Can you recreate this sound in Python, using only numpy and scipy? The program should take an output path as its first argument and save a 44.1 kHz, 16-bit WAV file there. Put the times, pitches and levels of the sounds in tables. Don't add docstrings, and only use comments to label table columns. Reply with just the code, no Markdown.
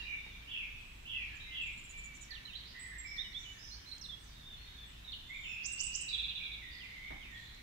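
import sys
import numpy as np
from scipy import signal
from scipy.fft import rfft, irfft, next_fast_len
from scipy.io import wavfile
from scipy.ndimage import uniform_filter1d, map_coordinates

SR = 44100
rng = np.random.default_rng(int(sys.argv[2]) if len(sys.argv) > 2 else 0)


def dump(signal):
    limited = np.clip(np.atleast_2d(signal).T, -1, 1)
    pcm = np.round(limited * 32767).astype(np.int16)
    wavfile.write(sys.argv[1], SR, pcm)


N = 336042


def amp(db):
    return 10 ** (np.asarray(db) / 20)


def unit(x):
    return x / np.sqrt(np.mean(x ** 2) + 1e-20)


def along(points, hz):
    point_hz, value = np.transpose(points)
    return np.interp(np.log(hz + 1), np.log(point_hz + 1), value)


def wobble(knots_per_s, size):
    knots = rng.standard_normal(2048)
    return map_coordinates(knots, [np.arange(size) * knots_per_s / SR], mode="wrap")


def filtered(x, response):
    size = next_fast_len(N + SR // 4)
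    hz = np.fft.rfftfreq(size, 1 / SR)
    return irfft(rfft(x, size) * response(hz), size)[..., :N]


def late(x, delay_ms):
    return np.pad(x, (round(delay_ms * SR / 1000), 0))[:N]


def add(track, start_s, sound):
    part = track[max(round(start_s * SR), 0):][:len(sound)]
    part += sound[:len(part)]


def sides(right_db):
    return unit(amp([[0], [right_db]]))


# freq_hz, correlation (-1 to 1)
STEREO_CORRELATION = [(30, 0.99), (60, 1), (130, 0.92), (260, 0.56), (550, -0.67), (1100, -0.11),
                      (4000, 0.02)]


def rush(spectrum):
    def mid_side_response(hz):
        angle = np.arccos(np.clip(along(STEREO_CORRELATION, hz), -1, 1)) / 2
        return amp(along(spectrum, hz)) * [np.cos(angle), np.sin(angle)]
    mid, side = filtered(rng.standard_normal((2, N)), mid_side_response)
    return unit(np.array([mid + side, mid - side]))


def whistle(hz, waver, knots_per_s):
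    pitch_hz = hz * (1 + waver * wobble(knots_per_s, len(hz)))
    return np.sqrt(2) * np.sin(2 * np.pi * np.cumsum(pitch_hz) / SR)


def bent(rows, start_ratio, end_ratio):
    return [(s, length_s, hz * start_ratio, hz, hz * end_ratio, db) for s, length_s, hz, db in rows]


def sing(notes, waver, knots_per_s, taper=0.37):
    song = np.zeros(N)
    for s, length_s, start_hz, middle_hz, end_hz, db in notes:
        u = np.linspace(0, 1, max(int(length_s * SR), 64))
        parabola = np.polyfit([0, 0.5, 1], [start_hz, middle_hz, end_hz], 2)
        tone = whistle(np.polyval(parabola, u), waver, knots_per_s)
        add(song, s, amp(db) * signal.windows.tukey(len(u), taper) * tone)
    return song


def upper_voice(notes, ratio, stretch, gain_db):
    return [(s - length_s * (stretch - 1) / 2, length_s * stretch, a * ratio, b * ratio, c * ratio, db + gain_db)
            for s, length_s, a, b, c, db in notes]


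def phrase(curve, gain_db, waver, knots_per_s):
    song = np.zeros(N)
    when_s, hz, db = np.transpose(curve)
    t = np.arange(when_s[0], when_s[-1], 1 / SR)
    tone = whistle(np.interp(t, when_s, hz), waver, knots_per_s)
    level = amp(gain_db + np.interp(t, when_s, db))
    add(song, when_s[0], level * signal.windows.tukey(len(t), 0.04) * tone)
    return song


def yard(song, right_db, wet_db, walls_t60_s, trees_db, trees_t60_s=2.25, echo_right_db=3, build_s=0.0015):
    hz, t, noise = signal.stft(rng.standard_normal((2, SR)), SR, nperseg=256)
    air_loss_db = 30 * t * (hz[:, None] / 8000) ** 2
    walls = amp(-60 * t / walls_t60_s)
    trees = amp(trees_db - 60 * t / trees_t60_s)
    decay = (walls + trees) * (1 - np.exp(-t / build_s))
    tail = signal.istft(noise * decay * amp(-air_loss_db), SR, nperseg=256)[1]
    tail /= np.sqrt(np.sum(decay ** 2) * t[1] * SR)
    echo = signal.fftconvolve(song[None], tail, axes=1)[:, :N]
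    direct = sides(right_db) * np.array([late(song, delay_ms=0.57), song])
    return (direct + amp(wet_db) * sides(echo_right_db) * echo) / np.hypot(1, amp(wet_db))


# freq_hz, relative_db_per_hz
RUMBLE_SPECTRUM = [(12, -28), (20, -1), (29, 2.5), (39, -10), (60, -8.5), (85, -8), (125, -10),
                   (200, -15.5), (300, -20), (450, -24), (700, -32), (1300, -100)]
# freq_hz, relative_db_per_hz
HISS_SPECTRUM = [(300, -14), (550, 1.5), (1000, 4), (1600, 2), (3000, -8), (5000, -5), (7000, -6.5),
                 (9000, -11), (15500, -11)]


def background(rumble_db=-58, hum_db=-59, hiss_db=-64):
    hum = rush([(20, -60), (42, -18), (50, -2), (54, 0), (66, -17), (130, -70), (400, -120)])
    return amp(rumble_db) * rush(RUMBLE_SPECTRUM) + amp(hum_db) * hum + amp(hiss_db) * rush(HISS_SPECTRUM)


# start_s, fall_30db_s, level_db
SOFT_KNOCKS = [(0.024, 0.049, -55), (0.262, 0.039, -50), (7.104, 0.17, -46), (7.123, 0.086, -80)]
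# start_s, level_db
DRY_TICKS = [(1.249, -61), (3.982, -51), (7.547, -57)]
# freq_hz, relative_db
KNOCK_SPECTRUM = [(40, -1), (90, -3), (280, 0), (480, -11), (800, -1.5), (1400, -16.5), (2000, -3.5),
                  (3500, -42), (8000, -63)]


def knocks():
    t = np.arange(SR // 2) / SR
    bumps, ticks = np.zeros(N), np.zeros(N)
    for s, fall_30db_s, db in SOFT_KNOCKS:
        add(bumps, s, amp(db - 30 * t / fall_30db_s) * (1 - np.exp(-t / 0.0013)))
    for s, db in DRY_TICKS:
        add(ticks, s, amp(db - 60 * t / 0.02))
    tick_noise = rush([(2000, -31), (4500, 2), (7000, 9), (10000, -39)])
    return sides(3.4) * (bumps * rush(KNOCK_SPECTRUM) + ticks * tick_noise)


# freq_hz, relative_db_per_hz
FAR_SPECTRUM = [(1200, -17), (1750, -2.5), (2400, -3.5), (3600, -2.5), (4500, -13), (6000, -15.5),
                (7500, -26.5), (9000, -49)]


def far_chorus(count=160, level_db=-60.5, swell_db=-1, chirps_db=-9, patchy_db=3, flurry_db=9, flurry_s=0.18):
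    notes = []
    for when, length, height, bend, fall, strength in rng.random((count, 6)):
        hz = 2000 * 3 ** height
        start_hz = hz * (1 + 0.307 * (bend - 0.5))
        end_hz = hz * (1 + 0.42 * (fall - 0.5))
        notes.append((when * N / SR, 0.0198 + 0.041 * length, start_hz, hz, end_hz, 6 * strength))
    song = filtered(sing(notes, waver=0.02, knots_per_s=320), lambda hz: amp(along(FAR_SPECTRUM, hz)))
    chirps = unit(yard(song, right_db=-7, wet_db=11, walls_t60_s=0.57, trees_db=-8))

    grid = signal.stft(rush(FAR_SPECTRUM), nperseg=512)[2]
    patches = uniform_filter1d(rng.standard_normal(grid.shape[1:]), size=3, axis=0)
    patches = uniform_filter1d(patches, size=16, axis=1)
    wash = unit(signal.istft(grid * amp(patchy_db * unit(patches)), nperseg=512)[1][:, :N])

    flurry = flurry_db * np.exp(-np.arange(N) / SR / flurry_s)
    gain = amp(level_db + swell_db * wobble(3.16, N) + flurry)
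    return gain * (sides(0.93) * wash + amp(chirps_db) * chirps)


# time_s, pitch_hz, level_db (before gain_db)
FAR_WHISTLE_CURVE = [(5.27, 7300, -70), (5.47, 7070, -60.5), (5.55, 7110, -62)]


def far_whistle():
    song = phrase(FAR_WHISTLE_CURVE, gain_db=-1, waver=0.01, knots_per_s=300)
    return yard(song, right_db=23, wet_db=5, walls_t60_s=0.3, trees_db=-14)


# start_s, length_s, middle_hz, level_db
WHEEZE_NOTES = [(1.395, 0.069, 3870, -50), (3.055, 0.086, 5355, -51.5), (3.095, 0.15, 5780, -60),
                (3.38, 0.052, 5900, -56), (3.575, .15, 5240, -51.5), (3.585, .2, 5980, -57.5),
                (3.87, .11, 8600, -68.5), (4.55, 0.15, 4320, -60)]
# start_s, length_s, middle_hz, end_over_start_pitch, level_db
BUZZ_NOTES = [(2.526, 0.058, 3633, 1.6, -46.5), (2.61, .11, 4290, 1.5, -55), (3.34, .28, 6740, .87, -63.5),
              (4.22, 0.13, 5410, 0.6, -63), (6.699, 0.103, 4685, 1.03, -56), (7.268, .22, 7200, 1, -70.5),
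              (7.324, 0.27, 3990, 0.99, -58.5)]


def buzzes():
    wheezes = bent(WHEEZE_NOTES, start_ratio=0.94, end_ratio=0.94)
    glides = [(s, length_s, hz / np.sqrt(rise), hz, hz * np.sqrt(rise), db)
              for s, length_s, hz, rise, db in BUZZ_NOTES]
    song = sing(wheezes, waver=0.021, knots_per_s=520) + sing(glides, waver=0.062, knots_per_s=700)
    return yard(song, right_db=30, wet_db=4, walls_t60_s=0.92, trees_db=-18, echo_right_db=4.5)


# start_s, length_s, middle_hz, level_db
FLUTE_NOTES = [(.025, .14, 2410, -43.5), (.05, 0.1, 2840, -49.5), (.74, 0.053, 2580, -49),
               (1.12, 0.13, 1990, -54.5), (1.28, 0.079, 1760, -57), (1.33, 0.072, 2434, -50),
               (2.29, 0.048, 1912, -48.5), (3.53, 0.082, 1790, -60)]
# time_s, pitch_hz, level_db (before gain_db)
OPENING_CURVE = [(2.735, 1940, -61), (2.745, 1960, -52.5), (2.967, 1950, -52), (3.097, 2140, -65),
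                 (3.115, 2150, -55), (3.167, 1980, -49.5), (3.21, 2000, -55)]
UPTURN_CURVE = [(5.28, 2084, -70), (5.304, 2050, -43.5), (5.336, 2260, -51), (5.35, 2298, -46),
                (5.39, 2270, -57)]
MAIN_CURVE = [(5.425, 2920, -53), (5.443, 2793, -44.5), (5.547, 2491, -45), (5.643, 2698, -47),
              (5.771, 2776, -44.5), (5.965, 2788, -47.5), (6.223, 2550, -49.5), (6.257, 2583, -47),
              (6.325, 2728, -54), (6.373, 2670, -51), (6.403, 2347, -45.5), (6.441, 2466, -47.5),
              (6.495, 2259, -51.5), (6.55, 2363, -55)]
CLOSING_CURVE = [(6.61, 2170, -42), (6.644, 1950, -56.5), (6.818, 2030, -56), (7.078, 2181, -49.5),
                 (7.242, 2167, -68), (7.26, 2210, -68), (7.288, 2102, -59), (7.316, 1868, -55),
                 (7.4, 1875, -54)]


def blackbird():
    song = sing(bent(FLUTE_NOTES, start_ratio=1.04, end_ratio=0.92), waver=0.03, knots_per_s=230, taper=0.5)
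    song += phrase(OPENING_CURVE, gain_db=2.5, waver=0.0553, knots_per_s=200)
    song += phrase(UPTURN_CURVE, gain_db=4.5, waver=0.015, knots_per_s=220)
    song += phrase(MAIN_CURVE, gain_db=2.5, waver=0.04, knots_per_s=150)
    song += phrase(CLOSING_CURVE, gain_db=3, waver=0.0303, knots_per_s=150)
    return yard(song, right_db=8.5, wet_db=5.5, walls_t60_s=0.46, trees_db=-10.5, echo_right_db=2, build_s=0.0052)


# time_s (before stretch), pitch_hz, relative_db
SLUR_SHAPE = [(0, 2524, 2.5), (.022, 3050, -3.5), (0.042, 3400, -8.5), (.062, 3330, 4), (.08, 2900, 1.5),
              (0.102, 2654, 5.5), (.15, 2560, -3.5), (0.192, 2366, 2), (.215, 2044, -6)]
# start_s, stretch_ratio, gain_db
THRUSH_REPEATS = [(0.471, 0.77, -41), (1.051, 0.85, -40.5), (1.499, 0.86, -41)]


def thrush():
    song = np.zeros(N)
    when_s, hz, shape_db = np.transpose(SLUR_SHAPE)
    for s, stretch, gain_db in THRUSH_REPEATS:
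        t = np.arange(int(when_s[-1] * stretch * SR)) / SR / stretch
        tone = whistle(np.interp(t, when_s, hz), waver=0.012, knots_per_s=330)
        level = amp(gain_db + np.interp(t, when_s, shape_db))
        add(song, s, level * signal.windows.tukey(len(t), 0.1) * tone)
    return yard(song, right_db=7, wet_db=8.5, walls_t60_s=0.33, trees_db=-18, echo_right_db=2, build_s=0.021)


# start_s, lower_voice_hz, level_db
ARCH_NOTES = [(1.774, 7380, -57.5), (1.836, 7440, -56), (1.89, 7100, -52.5), (1.973, 7380, -53.5),
              (2.037, 7130, -52.5), (2.146, 7260, -56.5), (2.209, 7170, -51)]
# start_s, length_s, middle_hz, level_db
THIN_WHISTLE_NOTES = [(.76, 0.31, 7800, -72), (1.615, 0.029, 7600, -59), (1.725, 0.018, 7706, -59),
                      (4.035, .065, 8220, -70), (4.190, .076, 8200, -66), (4.855, 0.077, 7900, -67),
                      (5.478, 0.084, 5500, -61.5)]
THIN_STROKE_NOTES = [(1.350, 0.03, 7130, -61.5), (1.663, .018, 7100, -57.5), (2.130, .049, 6100, -62.5),
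                     (2.210, 0.051, 5900, -59.5)]


def high_twitter(arch_s=0.03):
    lower = bent([(s, arch_s, hz, db) for s, hz, db in ARCH_NOTES], start_ratio=0.91, end_ratio=0.88)
    upper = upper_voice(lower, ratio=1.124, stretch=1.5, gain_db=-9.5)
    arches = sing(lower + upper, waver=0.0037, knots_per_s=320)
    thin = bent(THIN_WHISTLE_NOTES, start_ratio=1.01, end_ratio=0.92)
    thin += bent(THIN_STROKE_NOTES, start_ratio=1.07, end_ratio=0.89)
    whistles = sing(thin, waver=0.0068, knots_per_s=240)
    return (yard(arches, right_db=9.5, wet_db=-4, walls_t60_s=0.24, trees_db=-27)
            + yard(whistles, right_db=24, wet_db=-0.5, walls_t60_s=0.98, trees_db=-4))


TRILL_STARTS = [6.125, 6.175, 6.222, 6.276, 6.348, 6.431, 6.508]


def hedge_trill(pitch_hz=3567, first_db=-34, fade_db=-2, syllable_s=0.032, growth=1.06):
    rows = [(s, syllable_s * growth ** k, pitch_hz, first_db + k * fade_db) for k, s in enumerate(TRILL_STARTS)]
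    lower = bent(rows, start_ratio=0.93, end_ratio=0.876)
    upper = upper_voice(lower, ratio=1.11, stretch=0.92, gain_db=-2)
    song = sing(lower + upper, waver=0.018, knots_per_s=448)
    return yard(song, right_db=14, wet_db=3, walls_t60_s=0.091, trees_db=-17.5, echo_right_db=2.5)


# start_s, length_s, middle_hz, level_db
HEDGE_WHISTLE_NOTES = [(.015, 0.035, 3906, -50.5), (.220, 0.12, 3720, -58), (4.34, 0.095, 3770, -58.5),
                       (4.418, .16, 3610, -52.5), (4.635, 0.2, 3760, -57.5), (4.770, 0.09, 3544, -52),
                       (5.043, 0.024, 3910, -49), (5.075, 0.026, 3740, -42.5), (5.2, .38, 3613, -55),
                       (5.25, 0.24, 3350, -59.5), (6.085, 0.034, 3930, -40.5), (6.620, .18, 3670, -57.5),
                       (6.98, .4, 3685, -65), (7.340, 0.044, 3410, -53.5), (7.41, .1, 3520, -57.5)]
HEDGE_SLIDE_NOTES = [(5.117, .028, 3357, -40.5), (6.790, .088, 2580, -50), (7.200, .1, 2594, -52.5)]
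PIPE_NOTES = [(0, 0.02, 2780, -39), (.1, 0.059, 2338, -41), (1.450, .12, 2085, -52),
              (1.900, .28, 2323, -52), (3.045, 0.039, 2300, -44), (3.108, 0.031, 2290, -42),
              (3.420, 0.13, 2315, -61)]


def hedge_bird():
    notes = bent(HEDGE_WHISTLE_NOTES, start_ratio=0.95, end_ratio=0.91)
    notes += bent(HEDGE_SLIDE_NOTES, start_ratio=1.4, end_ratio=0.84)
    notes += bent([(6.082, 0.013, 4310, -39.5)], start_ratio=0.84, end_ratio=1.2)
    pipes = bent(PIPE_NOTES, start_ratio=1.012, end_ratio=0.96)
    song = sing(notes, waver=0.009, knots_per_s=200) + sing(pipes, waver=0.0055, knots_per_s=220)
    whistles = yard(song, right_db=7.5, wet_db=2.5, walls_t60_s=0.3, trees_db=-9.5, echo_right_db=0.5)
    return whistles + hedge_trill()


def scoop(rows):
    return bent(rows, start_ratio=0.92, end_ratio=1.04)


def pip(rows):
    return bent(rows, start_ratio=1.006, end_ratio=1.003)


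# start_s, scoop_hz, scoop_db, answer_after_s, answer_length_s
TEE_OO_CALLS = [(3.178, 3665, -36.5, .066, .035), (3.342, 3520, -40.5, .105, 0.087)]


def tee_oos(tee_s=0.0458, oo_hz=2950, oo_db=-50.5, flick_s=0.018, flick_db=-51):
    scoops = scoop([(s, tee_s, hz, db) for s, hz, db, _, _ in TEE_OO_CALLS])
    answers = pip([(s + after_s, length_s, oo_hz, oo_db) for s, _, _, after_s, length_s in TEE_OO_CALLS])
    end_ratio = 0.86
    flicks = [(s - 0.8 * flick_s, flick_s, start_hz / end_ratio, flick_db)
              for s, _, start_hz, *_ in scoops + answers]
    return scoops + answers + bent(flicks, start_ratio=1.24, end_ratio=end_ratio)


# start_s (last upsweep), level_db, high_note_after_s, high_note_length_s
WHIP_CALLS = [(5.654, -35, 0.067, 0.023), (5.802, -32.5, 0.029, 0.055), (5.949, -33, .058, 0.0225)]


def whips(count=4, sweep_s=0.016, sweep_hz=6610, lead_s=0.0096, lead_db=-8, lead_pitch_ratio=0.94):
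    notes = []
    for s, db, after_s, length_s in WHIP_CALLS:
        sweeps = [(s - k * lead_s, sweep_s, sweep_hz * lead_pitch_ratio ** k, db + k * lead_db)
                  for k in range(count)]
        notes += bent(sweeps, start_ratio=0.68, end_ratio=1.254)
        notes += bent([(s + after_s, length_s, 7895, -39.5)], start_ratio=1.04, end_ratio=0.92)
    return notes


# start_s, length_s, middle_hz, level_db
SLUR_NOTES = [(2.305, 0.0221, 4300, -44), (2.350, 0.038, 2900, -50.5), (2.322, .018, 3410, -54),
              (2.341, .018, 3700, -47), (2.470, 0.046, 2840, -51.5), (4.010, 0.023, 5450, -46),
              (4.036, 0.03, 3930, -45)]
SCOOP_NOTES = [(3.705, 0.061, 4380, -50), (3.850, 0.096, 4260, -53), (3.912, 0.0277, 4100, -43)]
PIP_NOTES = [(2.452, 0.012, 4020, -43.5), (2.495, .047, 3700, -51.5), (2.553, .015, 3950, -40.5),
             (2.790, 0.056, 7780, -50), (2.840, .1, 7850, -57.5), (2.980, 0.036, 7540, -46.5),
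             (4.087, 0.0271, 3560, -45), (4.108, .045, 3356, -48.5)]


def robin():
    notes = bent(SLUR_NOTES, start_ratio=1.11, end_ratio=0.85) + scoop(SCOOP_NOTES) + pip(PIP_NOTES) + tee_oos()
    warble = sing(notes, waver=0.008, knots_per_s=460)
    calls = sing(whips(), waver=0.013, knots_per_s=705)
    return (yard(warble, right_db=13.5, wet_db=-2, walls_t60_s=0.3, trees_db=-15.5, build_s=0.00075)
            + yard(calls, right_db=17, wet_db=-2, walls_t60_s=0.58, trees_db=-22, echo_right_db=11.5,
                   build_s=0.00059))


def scene():
    far = background() + knocks() + far_chorus() + far_whistle()
    return far + buzzes() + blackbird() + thrush() + high_twitter() + hedge_bird() + robin()


def record(dry, top_hz=15700):
    return filtered(dry, lambda hz: hz < top_hz)


dry = scene()
out = record(dry)
dump(out)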